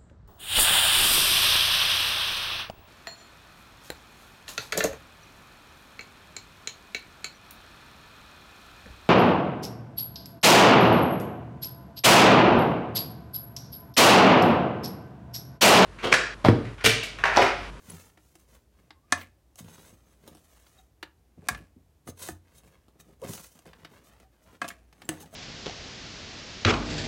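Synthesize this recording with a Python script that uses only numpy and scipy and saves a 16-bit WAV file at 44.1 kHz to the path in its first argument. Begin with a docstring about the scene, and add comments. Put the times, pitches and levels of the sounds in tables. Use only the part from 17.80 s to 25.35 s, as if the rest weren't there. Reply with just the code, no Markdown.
"""A large spoon scrapes soiled wood shavings out of a plastic litter tray in a pet cage, close by in a small room.
Scraping is filtered grain noise under stroke envelopes; three times the spoon knocks a garbage can's rim (decaying
modes and noise cracks) and shavings patter in (sparse grains). In between it bumps the tray, ticks and crunches.
Thin, faint gliding-tone squeaks sit over a low room hum of filtered noise, all heard by one microphone.
"""
import sys
import numpy as np
from scipy import signal
from scipy.fft import rfft, irfft
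from scipy.io import wavfile
from scipy.ndimage import uniform_filter1d

SR = 44100
rng = np.random.default_rng(int(sys.argv[2]) if len(sys.argv) > 2 else 0)


def bounce(signal):
    """Save signal as a 16-bit WAV file at the path given by the first command-line argument."""
    frames = np.transpose(np.atleast_2d(signal))
    limited = np.clip(frames, -1, 1)
    pcm = np.round(limited * 32767).astype(np.int16)
    wavfile.write(sys.argv[1], SR, pcm)


N = 332955
TIME = np.arange(N) / SR
AGE = TIME[:SR // 2]  # time since a blow [s]


def undb(db):
    """Decibels to gain."""
    return 10 ** (np.asarray(db) / 20)


def unit(x):
    """Scale to rms 1."""
    return x / np.sqrt(np.mean(x ** 2))


def punch(x):
    """Scale a blow so that its loudest 4 ms have rms 1."""
    return x / np.sqrt(uniform_filter1d(x ** 2, SR // 250).max())


def add(track, s, x):
    """Mix a sound into the track from time s."""
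    i = max(int(s * SR), 0)
    track[i:i + len(x)] += x[:max(N - i, 0)]


def colour(x, spectrum, rings=()):
    """Causal minimum-phase filter through (Hz, dB) points, with resonances (Hz, width Hz, lift dB) on top."""
    size = 8192
    f = np.maximum(np.fft.rfftfreq(size, 1 / SR), 1)
    hz, db = np.transpose(spectrum)
    gain = undb(np.interp(np.log(f), np.log(hz), db))
    for centre, width, lift_db in rings:
        resonance = 1 / (1 + (2 * (f - centre) / width) ** 2)
        gain = gain * (1 + (undb(lift_db) - 1) * resonance)
    # folding the cepstrum onto positive times makes the filter minimum phase
    cepstrum = irfft(np.log(gain))
    cepstrum[1:size // 2] *= 2
    cepstrum[size // 2 + 1:] = 0
    impulse_response = irfft(np.exp(rfft(cepstrum)))
    return signal.fftconvolve(x, impulse_response)[:len(x)]


def fade(t60):
    """Exponential decay after a blow, by 60 dB in t60 seconds."""
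    return np.exp(-np.log(1000) * AGE / max(t60, 1e-3))


def walk(rate):
    """Random wander with a spread near 1, joining `rate` random points per second by straight lines."""
    points = rng.standard_normal(N // 100)
    return np.interp(TIME * rate, np.arange(len(points)), points)


def grains(rate, spread_db):
    """Tiny fractures at random moments, a few much larger than the rest; rms 1."""
    happens = rng.random(N) < rate / SR
    strength = rng.standard_normal(N)
    size = undb(spread_db * np.minimum(rng.exponential(size=N), 4))
    return unit(happens * strength * size)


RING_JITTER = .02  # typical share by which a mode's pitch differs from blow to blow


def ring(modes, bass_db, bass_hz, scatter_db):
    """Modes of a struck body; each blow lands elsewhere and weights them anew."""
    out = 0
    chances = rng.standard_normal((len(modes), 2))
    for k, ((hz, db, t60), (level_chance, pitch_chance)) in enumerate(zip(modes, chances)):
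        low_boost_db = bass_db / (1 + (hz / bass_hz) ** 4)
        weight = undb(db + scatter_db * level_chance + low_boost_db)
        jittered_hz = hz * (1 + RING_JITTER * pitch_chance)
        sign = (-1) ** k
        out = out + sign * weight * fade(t60) * np.sin(2 * np.pi * jittered_hz * AGE)
    return punch(out)


def crack(spectrum, t60, rings=()):
    """The dense, short-lived modes of a hard contact, as a decaying noise burst."""
    return punch(colour(rng.standard_normal(len(AGE)) * fade(t60), spectrum, rings))


def glide(length, pitches_hz, waver, overtone_db):
    """A short unsteady tone that swells and dies, passing through the given pitches."""
    n = int(length * SR)
    hz = np.interp(np.linspace(0, 1, n), np.linspace(0, 1, len(pitches_hz)), pitches_hz)
    phase = 2 * np.pi * np.cumsum(hz * (1 + waver * walk(220)[:n])) / SR
    swell = np.sqrt(2) * np.sin(np.linspace(0, np.pi, n))
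    return swell * (np.sin(phase) + undb(overtone_db) * np.sin(2 * phase))


def flurry(rate, length):
    """One small impact followed by a dying run of smaller ones."""
    hits = (rng.random(len(AGE)) < rate / SR) * rng.standard_normal(len(AGE))
    hits[0] = 2
    one_impact = rng.standard_normal(len(AGE)) * fade(0.0074)
    return signal.fftconvolve(hits * fade(2 * length), one_impact)[:len(AGE)]


STROKE_RANGE_DB = -20  # a swell climbs from this far down, a release falls by as much


def envelope(s, swell, hold, release):
    """Gain of one gesture: it swells, holds and dies away, evenly in dB."""
    before = np.maximum(s - TIME, 0) / max(swell, 1e-3)
    after = np.maximum(TIME - s - hold, 0) / max(release, 1e-3)
    return undb(STROKE_RANGE_DB * np.minimum(before + after, 10))


# colour of the quiet room: (frequency [Hz], relative level [dB])
ROOM_SPECTRUM = [(25, -3.5), (48, -2.5), (70, 1), (134, -6.5), (242, -12.5), (301, -10), (405, -15),
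                 (754, -19.5), (1380, -27.5), (3300, -32), (14800, -35.5), (16000, -39.5)]


def room_tone():
    """Low steady noise with a wavering drone from one narrow resonance."""
    drone = (58, 4.4, 13)
    return unit(colour(rng.standard_normal(N), ROOM_SPECTRUM, [drone])) * undb(-63)


# standing waves of the room: (frequency [Hz], width [Hz], level before the wet level [dB])
STANDING_WAVES = [(89, 4, 22.5), (162, 14, 11.5)]


def reverberation(x, t60_low, t60_high, split_hz, wet_db):
    """A small furnished room: the tail builds within milliseconds, its treble dies first, standing waves boom on."""
    noise = rng.standard_normal(len(AGE))
    low = signal.sosfilt(signal.butter(1, split_hz, fs=SR, output="sos"), noise)
    build_up = 1 - fade(0.011)
    tail = (low * fade(t60_low) + (noise - low) * fade(t60_high)) * build_up
    diffuse = signal.fftconvolve(x, tail / np.linalg.norm(tail))[:N]
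    boom = 0
    for hz, width, db in STANDING_WAVES:
        boom = boom + undb(db) * signal.lfilter(*signal.iirpeak(hz, hz / width, fs=SR), x)
    return undb(wet_db) * (diffuse + boom)


# thin squeaks: (time [s], length [s], start [Hz], middle [Hz], end [Hz], level about which it wanders [dB])
SQUEAK_CALLS = [(1.145, .055, 1050, 1065, 1090, -70), (1.205, .11, 1090, 1190, 1240, -76),
                (2.94, .11, 800, 765, 755, -72), (6.105, .055, 740, 880, 1230, -66),
                (6.33, .06, 770, 900, 920, -68), (6.41, .08, 770, 760, 765, -70),
                (6.57, .15, 660, 610, 740, -71), (6.675, .065, 1060, 1020, 910, -67),
                (6.955, .08, 640, 640, 790, -68)]


def squeaks():
    """Faint, nearly pure gliding tones with a weak octave overtone and an unsteady level."""
    out = np.zeros(N)
    for s, length, start_hz, middle_hz, end_hz, db in SQUEAK_CALLS:
        pitches_hz = (start_hz, middle_hz, end_hz)
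        add(out, s, undb(db) * glide(length, pitches_hz, waver=0.013, overtone_db=-20.5))
    return out * undb(3.5 * walk(70))


# soft low bumps and booms: (time [s], level before a common trim [dB], pitch [Hz])
LOW_BUMPS = [(0.079, -42.5, 154), (0.123, -42, 165), (1.802, -41, 94), (1.836, -46, 95),
             (1.977, -51.5, 205), (2.125, -50.5, 167), (3.575, -44.5, 175.6), (3.624, -49, 280),
             (3.707, -35, 108), (3.802, -44, 180), (3.96, -47, 162), (4.504, -41, 95), (5.155, -57, 286),
             (5.282, -53, 312), (5.49, -35.5, 195), (7.234, -51.5, 150), (7.331, -46, 89)]


def bumps():
    """Dull low bumps and booms after knocks: a broad low resonance with a soft onset."""
    out = np.zeros(N)
    for s, db, hz in LOW_BUMPS:
        soft_onset = 1 - fade(0.0064)
        burst = rng.standard_normal(len(AGE)) * fade(0.13) * soft_onset
        dull = [(hz / 4, -30), (hz / 2, -2), (hz, 0), (hz * 2, -5), (hz * 8, -38), (hz * 32, -70)]
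        add(out, s, undb(db - 2.5) * punch(colour(burst, dull)))
    return out


# light clicks of spoon and cage: (time [s], level [dB], bass before a common trim [dB], treble [dB]);
# bass and treble are relative to the rattle
LIGHT_CLICKS = [(0.374, -55.5, -5, -10), (0.554, -61, 3, 9), (1.1061, -44.5, -16, -24),
                (2.866, -57, -11.5, -9), (3.2278, -35.5, -10.5, -11.5), (5.577, -45.5, -8, -16),
                (5.79, -65, 4, 12), (5.932, -48.5, -33, -20), (6.048, -42.5, -10, -11.5),
                (6.4, -59.5, -4.5, 0.5), (6.8792, -46, -29, 6.5), (6.8855, -47.5, -31, 12.5),
                (7.127, -54.5, -21, -6.5), (7.219, -45, -17, -7.5), (7.2906, -34.5, -5, -20),
                (7.404, -59, -19, 3), (7.459, -58, -16, -3)]
# a dry rattle: (frequency [Hz], relative level [dB])
RATTLE_SPECTRUM = [(200, -28.5), (700, 3.5), (1400, 3), (3400, -0.5), (4800, -5.5), (6500, -18),
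                   (16000, -37)]
# bright edge of a hard contact: (frequency [Hz], relative level [dB])
CRACK_SPECTRUM = [(1500, -20), (2800, 7), (3800, -3), (6000, 4), (9800, 2.5), (12000, -2.5), (16000, -4)]
# modes of the plastic tray: (frequency [Hz], relative level [dB], t60 [s])
TRAY_RESONANCES = [(161.3, -15, 0.068), (205.3, -13.5, 0.067), (310, -2.5, 0.108), (365.6, -1.5, 0.053),
                   (517, -9, 0.062), (720, 6, 0.036), (914, -2.5, 0.019), (1189, 0.5, 0.03),
                   (1505, -3, 0.034), (1740, -3.5, 0.022), (2054, -11.5, 0.06)]


def clicks():
    """Small dry contacts: a dense rattle, a bright edge and a little thud of the tray modes."""
    out = np.zeros(N)
    for s, db, bass_db, treble_db in LIGHT_CLICKS:
        rattle = crack(RATTLE_SPECTRUM, t60=0.0394)
        thud = ring(TRAY_RESONANCES, bass_db=6.5, bass_hz=675, scatter_db=4.0)
        edge = crack(CRACK_SPECTRUM, t60=0.03)
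        add(out, s, undb(db) * (rattle + undb(treble_db) * edge + undb(bass_db + 3.5) * thud))
    return out


# spoon bumping the tray: (time [s], level before the thud's trim [dB], bass lift [dB],
# contact crack relative to that level [dB])
TRAY_BLOWS = [(0.0992, -54, 3, 10.5), (1.757, -59, -9, 9.5), (1.7895, -50, -9, 2),
              (2.477, -53.5, 16, -28.5), (2.548, -50, 20, -8), (4.2741, -39, -5, -8.5),
              (4.4867, -31, 4.5, -5), (5.417, -56.5, -8, 4.5), (5.444, -36, 17, -17),
              (5.5345, -45.5, -41, 8.5), (5.855, -47.5, 2, -12), (7.2902, -25.5, 6, 2),
              (7.318, -40.5, -22, -15)]
# the spoon's own ring: (frequency [Hz], width [Hz], level over its broad response [dB])
SPOON_RESONANCES = [(3820, 160, 9), (4260, 83, 2), (6434, 91, 10), (8010, 196, 10), (9600, 580, 5.5)]


def tray_knocks():
    """The tray thuds with its own modes just after the spoon cracks and rings briefly."""
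    out = np.zeros(N)
    for s, db, bass_db, crack_db in TRAY_BLOWS:
        contact = crack(CRACK_SPECTRUM, t60=0.017, rings=SPOON_RESONANCES)
        thud = ring(TRAY_RESONANCES, bass_db, bass_hz=430, scatter_db=4.5)
        add(out, s, undb(db + crack_db) * contact)
        add(out, s + 0.000908, undb(db - 2.0) * thud)
    return out


# spoon on the rim of the can: (time [s], level [dB], bass lift [dB],
# contact crack relative to that level, before a common trim [dB], lift of the highest treble [dB])
RIM_BLOWS = [(1.3229, -15, -0.5, -0.5, -3.5), (3.686, -20.5, -10.5, 0.5, 16.5),
             (3.7469, -36.5, -8.5, -11, 7), (6.8163, -25.5, -8, -11.5, 0), (6.842, -34.5, 10, -26, 0.5),
             (6.848, -38, 8.5, -9, 6), (6.9026, -39, -46, -12, 0)]
# crack of the rim: (frequency [Hz], relative level [dB])
RIM_CRACK_SPECTRUM = [(1500, -38.5), (2800, -7), (3500, -4.5), (6000, 0), (7200, -1.5), (9800, -5.5),
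                      (12500, -20), (16000, -22)]
# modes of the can's wall: (frequency [Hz], relative level [dB], t60 [s])
CAN_RESONANCES = [(91, -30.5, 0.17), (285, -11.5, 0.075), (550, -18, 0.098), (716, -8.5, 0.077),
                  (1050, -5, 0.026), (1130, -1.5, 0.034), (1380, -6, 0.027), (1554, -0.5, 0.013),
                  (1680, 3, 0.027), (1982, -8.5, 0.016), (2156, -10, 0.047), (2475, -12.5, 0.05),
                  (2504, -14, 0.071)]


def can_knocks():
    """The rim cracks first; the wall of the can answers a moment later with its modes and a dense rattle."""
    out = np.zeros(N)
    for s, db, bass_db, crack_db, top_db in RIM_BLOWS:
        rim = crack(RIM_CRACK_SPECTRUM, t60=0.026, rings=[(14700, 4900, top_db)])
        add(out, s, undb(db + crack_db - 2.5) * rim)
        wall = ring(CAN_RESONANCES, bass_db, bass_hz=910, scatter_db=-0.5)
        wall = wall + undb(-7) * crack(RATTLE_SPECTRUM, t60=.035)
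        add(out, s + 0.001, undb(db) * wall)
    return out


# clumps of shavings sliding off into the can: (time when thickest [s], swell [s], release [s], level [dB])
SHAVING_POURS = [(1.343, 0.048, 0.085, -49.5), (1.388, 0.026, 0.093, -53.5), (3.71, 0.091, .11, -46.5),
                 (6.828, 0.017, .1, -46.5), (6.9, .032, 0.24, -63)]
# shavings pattering in the hollow can: (frequency [Hz], relative level [dB])
POUR_SPECTRUM = [(120, -31.5), (200, 2.5), (409, -7.5), (709, -5.5), (899, -18.5), (1120, -8.5),
                 (1270, -16), (1680, -9.5), (1870, -15.5), (2510, -9.5), (3020, -19), (4770, -21),
                 (9750, -24), (16000, -36.5)]
# heavier bits landing in the can: (time [s], level [dB])
HEAVY_BITS = [(1.377, -48), (1.399, -45), (1.414, -42.5), (3.774, -52), (6.909, -47.5)]
# colour of those bits: (frequency [Hz], relative level [dB])
HEAVY_BIT_SPECTRUM = [(300, -14.5), (1100, -11), (1700, -2), (2600, -1.5), (3600, -11), (6000, -18),
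                      (16000, -18)]
STRAGGLERS_DB, STRAGGLERS_RELEASE_S = -23.5, 0.16  # the last crumbs, relative to the bulk


def pouring():
    """Loose shavings patter into the hollow can as sparse grains, with a few stragglers and heavier bits."""
    patter = grains(rate=1500, spread_db=2.5)
    flow = 0
    for s, swell, release, db in SHAVING_POURS:
        bulk = envelope(s, swell, 0, release)
        stragglers = undb(STRAGGLERS_DB) * envelope(s, swell, 0, STRAGGLERS_RELEASE_S)
        flow = flow + undb(db) * (bulk + stragglers)
    out = unit(colour(patter, POUR_SPECTRUM)) * flow
    for s, db in HEAVY_BITS:
        bit = flurry(rate=2000, length=0.049)
        add(out, s, undb(db) * punch(colour(bit, HEAVY_BIT_SPECTRUM)))
    return out


# shavings giving way in a quick run of snaps: (time [s], length [s], level [dB], tray thud relative to it [dB])
SHAVING_CRUNCHES = [(1.8454, 0.056, -55, 7), (1.8824, 0.036, -49.5, -4), (1.9819, 0.069, -53, 2),
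                    (2.4772, .04, -55.5, 10), (2.551, 0.086, -54, -5), (2.766, 0.074, -61, -19),
                    (2.838, .03, -69, -15), (4.8353, 0.041, -57, -3.5), (4.876, 0.037, -55, -5.5),
                    (5.083, 0.046, -57.5, 1.5), (5.492, 0.036, -48.5, -9), (5.596, 0.042, -47.5, -4.5),
                    (5.755, 0.1, -62, 5), (6.009, 0.033, -63, -7)]
# snapping shavings: (frequency [Hz], relative level [dB])
SNAP_SPECTRUM = [(200, 6), (700, 12.5), (1500, 3.5), (3000, 1), (6000, -5), (10000, -7.5), (16000, -14)]
# rumble of the tray: (frequency [Hz], relative level [dB])
RUMBLE_SPECTRUM = [(45, -24), (85, -5.5), (130, -0.5), (200, 1.5), (330, -4), (450, -3.5), (700, -13),
                   (1400, -35.5)]


def crunches():
    """Packed shavings break under the spoon in a dying run of snaps and jolt the tray."""
    out = np.zeros(N)
    for s, length, db, thud_db in SHAVING_CRUNCHES:
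        snaps = flurry(rate=1100, length=length)
        crunch = punch(colour(snaps, SNAP_SPECTRUM))
        thud = punch(colour(snaps, RUMBLE_SPECTRUM))
        add(out, s, undb(db) * (crunch + undb(thud_db) * thud))
    return out


def wall_reflection(x, lag_s, sway, share):
    """Add the bounce off a tray wall; its comb shifts as the spoon moves."""
    lag = lag_s * (1 + sway * walk(rate=5))
    return x + share * np.interp(TIME - lag, TIME, x)


# as the contact moves along the spoon's edge: level wander, share of pitch drift, rate of both
RING_WANDER_DB, RING_DRIFT, RING_RATE_HZ = 3, .01, 22


def shifting_rings(x, rings):
    """Add resonances that each drift in pitch and come and go on their own."""
    out = x
    for hz, width, lift_db in rings:
        drifting_hz = hz * (1 + RING_DRIFT * walk(RING_RATE_HZ))
        turn = np.exp(2j * np.pi * np.cumsum(drifting_hz) / SR)
        pole = np.exp(-np.pi * width / SR)
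        # shift the resonance to 0 Hz, smooth there and shift back
        smoothed = signal.lfilter([1 - pole], [1, -pole], x / turn)
        band = 2 * (smoothed * turn).real
        out = out + band * (undb(lift_db + RING_WANDER_DB * walk(RING_RATE_HZ)) - 1)
    return out


# strokes of the spoon through the litter, levels before each layer's trim:
# (time of full pressure [s], swell [s], hold [s], release [s], edge hiss [dB], shavings crunch [dB],
# tray rumble [dB], spoon loaded [0 or 1])
SPOON_STROKES = [(0.101, 0.15, 0.1, 0.16, -51.5, -54.5, -57.5, 1),
                 (0.46, 0.29, 0.16, 0.11, -66.5, -73.5, -73, 1),
                 (0.744, 0.14, 0.0032, 0.088, -60, -62.5, -66, 1),
                 (1.787, 0.016, 0.0044, 0.046, -44, -53, -60, 0),
                 (1.889, 0.12, 0.19, 0.17, -56.5, -60, -60.5, 0),
                 (2.296, 0.19, 0.0016, 0.22, -67.5, -68.5, -65.5, 0),
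                 (2.483, 0.12, 0.017, 0.15, -63.5, -62, -53.5, 1),
                 (2.655, 0.3, 0.33, 0.12, -64, -68, -81.5, 1),
                 (4.28, 0.021, 0.022, 0.015, -47.5, -56.5, -44, 0),
                 (4.375, 0.0082, 0, .03, -54, -60, -57, 0), (4.393, .012, 0.058, 0.033, -44, -53, -61, 0),
                 (4.423, 0.04, 0.071, 0.049, -39.5, -49, -53.5, 0),
                 (4.782, 0.044, 0, 0.027, -52.5, -64.5, -56, 0),
                 (4.849, 0.021, 0.036, 0.019, -66, -66.5, -56, 0),
                 (5.201, 0.0085, 0.0083, 0.016, -50, -58.5, -57, 0),
                 (5.296, 0.15, 0.016, 0.08, -78, -71, -57.5, 0),
                 (5.441, 0.031, 0.076, 0.09, -50.5, -48.5, -42.5, 1),
                 (5.494, 0.052, 0.042, 0.19, -40, -50, -62, 1), (5.868, 0.028, 0, 0.084, -61, -52, -50, 1),
                 (6.05, 0.14, 0, 0.094, -76, -57.5, -56.5, 1),
                 (6.247, 0.029, 0.024, 0.086, -60, -62, -65, 1), (6.639, .03, 0, .05, -62, -73, -68.5, 1),
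                 (7.239, 0.15, 0.018, 0.092, -64.5, -61, -57, 0),
                 (7.3, 0.031, 0.05, 0.2, -55, -52.5, -46, 0),
                 (7.405, .02, 0.026, 0.018, -47.5, -58, -59, 0),
                 (7.543, 0.039, 0.29, .1, -48, -52, -48.5, 0)]
# the hand rests in the tray and stirs the litter: (start [s], end [s], crunch before trim and wander [dB])
HAND_STIRS = [(0, 0.397, -70.5), (0.93, 1.098, -72.5), (4.652, 5.337, -70.5), (5.696, 6.438, -67),
              (6.532, 6.76, -72)]
STIR_EDGE_S, STIR_HISS_DB, STIR_RUMBLE_DB = 0.035, -6, -1  # hiss and rumble gains relative to the crunch's
STIR_WANDER_DB, STIR_RATE_HZ = 5, 13


def effort():
    """Gains over time from strokes and stirring: hiss of the empty and of the loaded spoon, crunch, rumble."""
    stir = 0
    for start, end, db in HAND_STIRS:
        stir = stir + undb(db) * envelope(start, STIR_EDGE_S, end - start, STIR_EDGE_S)
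    stir = stir * undb(STIR_WANDER_DB * walk(STIR_RATE_HZ))
    empty = 0
    loaded = stir * undb(STIR_HISS_DB)
    crush = stir
    push = stir * undb(STIR_RUMBLE_DB)
    # overlapping gestures do not add up: the strongest one counts
    for s, swell, hold, release, hiss_db, crunch_db, rumble_db, is_loaded in SPOON_STROKES:
        pressure = envelope(s, swell, hold, release)
        if is_loaded > .5:
            loaded = np.maximum(loaded, undb(hiss_db) * pressure)
        else:
            empty = np.maximum(empty, undb(hiss_db) * pressure)
        crush = np.maximum(crush, undb(crunch_db) * pressure)
        push = np.maximum(push, undb(rumble_db) * pressure)
    return empty, loaded, crush, push


# the spoon's edge on plastic: (frequency [Hz], relative level [dB])
HISS_SPECTRUM = [(1760, -16.5), (3000, -7), (5070, -6), (6350, -1), (7100, -4), (14800, -5.5),
                 (16000, -3.5)]
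# a loaded spoon is damped to one broad resonance: (frequency [Hz], width [Hz], level over its broad response [dB])
LOADED_RESONANCE = [(8100, 5700, 3)]
# crushed shavings: (frequency [Hz], relative level [dB])
CRUNCH_SPECTRUM = [(250, -22.5), (500, -0.5), (800, -1), (1200, -2), (2200, -6), (4000, -14), (6000, -19),
                   (10000, -81)]
# the spoon catches and judders or squeals on the tray floor:
# (time [s], length [s], start [Hz], end [Hz], level before trim and roughness [dB])
SPOON_JUDDERS = [(0.099, .012, 10500, 10000, -39), (2.975, .022, 3800, 3800, -63),
                 (5.416, .032, 510, 495, -36), (7.25, .008, 7600, 7400, -53), (7.428, .022, 850, 800, -49),
                 (7.525, .025, 750, 620, -50)]
JUDDER_WAVER_HZ, JUDDER_ROUGH_DB = 60, 3.5  # stick and slip come unevenly


def digging():
    """The spoon's edge hisses over the plastic, shavings crush and snap, and the tray rumbles under both."""
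    empty, loaded, crush, push = effort()
    slips = undb(2 * walk(90))
    friction = grains(rate=12000, spread_db=0.0)
    # the empty spoon rings freely, litter damps the loaded one
    free_hiss = unit(shifting_rings(colour(friction, HISS_SPECTRUM), SPOON_RESONANCES))
    damped_hiss = unit(colour(friction, HISS_SPECTRUM, LOADED_RESONANCE))
    hiss = free_hiss * empty * undb(-4.0) + damped_hiss * loaded * undb(-3.5)
    crunch = unit(colour(grains(rate=1300, spread_db=0.5), CRUNCH_SPECTRUM)) * undb(-4.0)
    snaps = unit(colour(grains(rate=250, spread_db=2), RATTLE_SPECTRUM)) * undb(-10)
    rumble = unit(colour(grains(rate=1400, spread_db=4.5), RUMBLE_SPECTRUM)) * undb(-2.5)
    rustle = wall_reflection(hiss + (crunch + snaps) * crush, lag_s=.0018, sway=.2, share=.5)
    scrape = slips * (rustle + rumble * push)
    for s, length, start_hz, end_hz, db in SPOON_JUDDERS:
        squeal = glide(length, (start_hz, end_hz), waver=JUDDER_WAVER_HZ / start_hz, overtone_db=-13)
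        roughness_db = JUDDER_ROUGH_DB * walk(400)[:len(squeal)]
        add(scrape, s, undb(db - 1 + roughness_db) * squeal)
    return scrape


def scene():
    """All sources in the room, direct and reverberant, at one microphone."""
    dry = squeaks() + bumps() + clicks() + tray_knocks() + can_knocks() + pouring() + crunches() + digging()
    wet = reverberation(dry, t60_low=0.23, t60_high=0.12, split_hz=2300, wet_db=-11.0)
    return (dry + wet + room_tone())[None]


def record(dry):
    """The recorder cuts the deepest bass below 44 Hz and the top above 15.9 kHz."""
    rumble_free = signal.sosfilt(signal.butter(6, 44, "high", fs=SR, output="sos"), dry)
    return signal.sosfilt(signal.ellip(10, .2, 70, 15900, fs=SR, output="sos"), rumble_free)


dry = scene()
out = record(dry)
bounce(out)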